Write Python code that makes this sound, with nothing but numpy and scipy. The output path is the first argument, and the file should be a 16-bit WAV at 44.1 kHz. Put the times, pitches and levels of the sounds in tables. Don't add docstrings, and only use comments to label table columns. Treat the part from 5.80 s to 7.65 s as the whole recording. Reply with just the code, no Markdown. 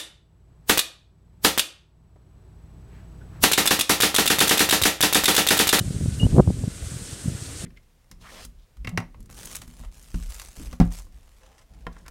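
import sys
import numpy as np
from scipy import signal
from scipy.fft import rfft, irfft
from scipy.io import wavfile

SR = 44100
rng = np.random.default_rng(int(sys.argv[2]) if len(sys.argv) > 2 else 0)


def dump_mix(stems):
    frames = np.atleast_2d(stems).T
    limited = np.clip(frames, -1, 1)
    pcm = np.round(limited * 32767).astype(np.int16)
    wavfile.write(sys.argv[1], SR, pcm)


N = 81585

# time_s, level_db, upper_edge_hz
TURBULENCE_CURVE = [(0, -30.5, 201), (.4, -30, 215), (.44, -17, 251), (.48, -22, 202), (.53, -24, 255),
                    (.575, -16, 350), (.6, -2, 520), (.615, -21.5, 250), (.66, -22, 203), (.69, -19.5, 257),
                    (.73, -34, 206), (.84, -27, 245), (.9, -37, 146), (1.05, -40.5, 132), (1.22, -43, 154),
                    (1.43, -42.5, 148), (1.5, -27.5, 194), (1.58, -43, 150), (1.85, -39, 150)]
# frequency_hz, relative_density_db
HISS_SPECTRUM = [(250, 3.5), (450, -3), (650, -7), (900, -14.5), (1460, -9), (2250, -11.5), (3500, -10),
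                 (5500, -9.5), (7200, -7), (8500, -4), (9300, -7), (10300, -13), (13000, -22.5),
                 (15500, -32.5)]
# time_s, level_db
HISS_ENVELOPE = [(0, -42.5), (.55, -43), (.85, -43.5), (1.1, -40.5), (1.27, -41), (1.315, -39),
                 (1.35, -40.5), (1.55, -40), (1.7, -39), (1.85, -38)]
# time_s, level_db
DRONE_ENVELOPE = [(0, -70), (.2, -65), (.37, -61), (.45, -69), (.9, -68), (1.07, -64), (1.2, -67),
                  (1.85, -66)]
# time_in_note_s, pitch_hz, level_db
BIRD_NOTE = [(0, 2930, -51), (.007, 2880, -30), (.018, 2822, -34), (.031, 2923, -31), (0.044, 2870, -33),
             (.058, 2980, -39), (.068, 3080, -52)]
# start_s, gain_db
BIRD_CALLS = [(-.045, -8), (0.393, -0.5)]
# centre_s, level_db, pitch_hz
EDDY_THUMPS = [(0.013, -15.5, 127), (0.051, -32, 86), (0.082, -17, 106), (0.109, -18.5, 133),
               (0.165, -18, 116), (0.189, -26, 166), (0.212, -18, 138), (0.225, -20, 130), (0.239, -14, 97),
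               (0.259, -16.5, 193), (0.284, -11, 94), (0.328, -23.5, 83), (0.382, -19.5, 101),
               (0.408, -35, 91), (0.434, -7, 124), (0.445, -13, 129), (0.46, -6.5, 93.5), (0.534, -10, 136),
               (0.546, -8, 125), (0.568, -12.5, 190), (0.584, -6, 144), (0.6, -3, 203), (0.625, -15.5, 93),
               (0.65, -21, 116), (0.678, -1, 116), (0.691, -14, 113), (0.707, -9, 204), (0.744, -17.5, 115),
               (0.774, -29, 93), (0.791, -15, 88), (0.829, -27, 130), (0.841, -12, 117), (0.879, -13, 158),
               (1.026, -25, 73), (1.049, -26.5, 85), (1.07, -22.5, 74), (1.121, -24.5, 129),
               (1.144, -25, 117), (1.165, -22, 106), (1.33, -30, 100), (1.46, -15.5, 170),
               (1.483, -12, 124), (1.522, -20, 112), (1.553, -24.5, 101), (1.623, -23.5, 103),
               (1.679, -30.5, 79), (1.758, -28.5, 86), (1.806, -29, 77), (1.842, -22, 139)]
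# centre_s, level_db, half_width_ms
EDDY_POPS = [(.013, -25.5, 1.4), (.108, -24, 1.44), (.211, -24, 1.3), (.260, -22.5, 1.3), (.431, -19, 0.95),
             (.467, -16, 0.99), (.544, -21, 1.3), (.566, -19.5, .65), (.572, -21, 1.2), (.5845, -6.5, 0.72),
             (.595, -9, 0.73), (.5985, -2, 0.89), (0.603, -2, 0.73), (0.606, -16, 0.93), (0.676, -15, 0.76),
             (0.704, -12.5, 1.1), (.839, -21, 1), (0.881, -26.5, 1.27), (1.484, -24.5, 1.5)]

TIME_S = np.arange(N) / SR
PULSE_LEAD, PULSE_SAMPLES = 1000, 3000
PULSE_TIME_S = (np.arange(PULSE_SAMPLES) - PULSE_LEAD) / SR


def amp(db):
    return 10 ** (np.asarray(db) / 20)


def unit_rms(x):
    return x / np.sqrt(np.mean(x ** 2) + 1e-20)


def curves(rows):
    times_s, *columns = np.transpose(rows)
    return [np.interp(TIME_S, times_s, column) for column in columns]


def drift(rate_hz):
    step = 40
    pole = np.exp(-2 * np.pi * rate_hz * step / SR)
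    white = rng.standard_normal(N // step + 2002)
    slow = signal.lfilter([1], [1, -2 * pole, pole * pole], white)[2000:]
    return np.interp(np.arange(N) / step, np.arange(len(slow)), unit_rms(slow))


def butter(x, hz, kind, order=2):
    return signal.sosfilt(signal.butter(order, hz, kind, fs=SR, output="sos"), x)


def superpose(pulses):
    out = np.zeros(PULSE_LEAD + N + PULSE_SAMPLES)
    for centre_s, pulse in pulses:
        first = int(centre_s * SR)
        out[first:first + PULSE_SAMPLES] += pulse
    return out[PULSE_LEAD:PULSE_LEAD + N]


def turbulence(lower_edge_hz=63.6, top_hz=1190, lumps_db=2.5):
    level_db, upper_edge_hz = curves(TURBULENCE_CURVE)
    white = rng.standard_normal((2, N + SR))
    envelope = amp(level_db + lumps_db * drift(rate_hz=25))
    edges_hz = np.geomspace(25, 1600, 13)
    rumble, power = 0, 0
    for k, (low, high) in enumerate(zip(edges_hz, edges_hz[1:])):
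        hz = np.sqrt(low * high)
        treble_rolloff = (1 + (hz / upper_edge_hz) ** 6.23) ** -.5
        bass_rolloff = (1 + (lower_edge_hz / hz) ** 2.8) ** -.5
        weight = treble_rolloff * bass_rolloff * (hz / 100) ** -.6
        rumble += weight * butter(white[k % 2], [low, high], "band")[SR:]
        power += weight ** 2 * (high - low) * 2 / SR
    return butter(envelope * rumble / np.sqrt(power), top_hz, "low", order=4)


def shore_hiss():
    hz = np.maximum(np.fft.rfftfreq(N, 1 / SR), 1)
    points_hz, density_db = np.transpose(HISS_SPECTRUM)
    colour = amp(np.interp(np.log(hz), np.log(points_hz), density_db, left=-60))
    shared_db = .41 * drift(rate_hz=8.7)
    spectrum = rfft(rng.standard_normal(N)) * colour
    hiss = 0
    for octave in range(8, 15):
        band = np.clip(1 - np.abs(np.log2(hz) - octave), 0, 1)
        flicker = amp(shared_db + 1.16 * drift(rate_hz=26))
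        hiss += flicker * irfft(spectrum * band, N)
    return amp(curves(HISS_ENVELOPE)[0]) * unit_rms(hiss)


def drone(pitch_hz=1476, width_hz=70):
    band = butter(rng.standard_normal(N), [pitch_hz - width_hz / 2, pitch_hz + width_hz / 2], "band")
    return amp(curves(DRONE_ENVELOPE)[0]) * unit_rms(band)


def bird(echo_t60_s=.08, echo_db=-20):
    note_s, pitch_hz, level_db = np.transpose(BIRD_NOTE)
    direct = np.zeros(N)
    for start_s, gain_db in BIRD_CALLS:
        age_s = TIME_S - start_s
        rms = amp(gain_db + np.interp(age_s, note_s, level_db, left=-200, right=-200))
        phase = 2 * np.pi * np.cumsum(np.interp(age_s, note_s, pitch_hz)) / SR
        direct += np.sqrt(2) * rms * np.sin(phase)
    delay_s = np.arange(SR // 5) / SR
    echo = rng.standard_normal(len(delay_s)) * amp(-60 * delay_s / echo_t60_s)
    return direct + amp(echo_db) * signal.fftconvolve(direct, echo / np.linalg.norm(echo))[:N]


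def eddy_thumps(width_cycles=.36):
    pulses = []
    for centre_s, level_db, pitch_hz in EDDY_THUMPS:
        polarity, skew = rng.uniform(-1, 1, 2)
        cycles = pitch_hz * PULSE_TIME_S
        window = np.exp(-.5 * (cycles / width_cycles) ** 2)
        swing = window * np.cos(2 * np.pi * cycles + 1.2 * skew)
        pulses.append((centre_s, amp(level_db) * np.sign(polarity) * swing))
    return superpose(pulses)


def eddy_pops():
    pulses = []
    for centre_s, level_db, half_width_ms in EDDY_POPS:
        polarity, skew = rng.uniform(-.83, 1, 2)
        scaled_time = 1000 * PULSE_TIME_S / half_width_ms
        spike = np.real(np.exp(1j * skew) / (1 - 1j * scaled_time) ** 3)
        pulses.append((centre_s, amp(level_db) * np.sign(polarity) * spike))
    return superpose(pulses)


def scene():
    wind = eddy_thumps() + eddy_pops() + turbulence()
    return (wind + shore_hiss() + drone() + bird())[None]


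def record(dry, threshold_db=-15, duck_share=.42, attack_s=.025, release_db_per_s=24):
    x = butter(dry, hz=40.7, kind="high")
    pole = np.exp(-1 / (attack_s * SR))
    power = signal.lfilter([1 - pole], [1, -pole], x[0] ** 2)
    level_db = 10 * np.log10(power + 1e-12)
    release_db = release_db_per_s * TIME_S
    held_db = np.maximum.accumulate(level_db + release_db) - release_db
    ducked = x * amp(-duck_share * np.maximum(held_db - threshold_db, 0))
    rounded = ducked / (1 + ducked ** 4) ** .25
    top_cut = signal.ellip(12, .1, 80, 15700, fs=SR, output="sos")
    return signal.sosfilt(top_cut, rounded)


dry = scene()
out = record(dry)
dump_mix(out)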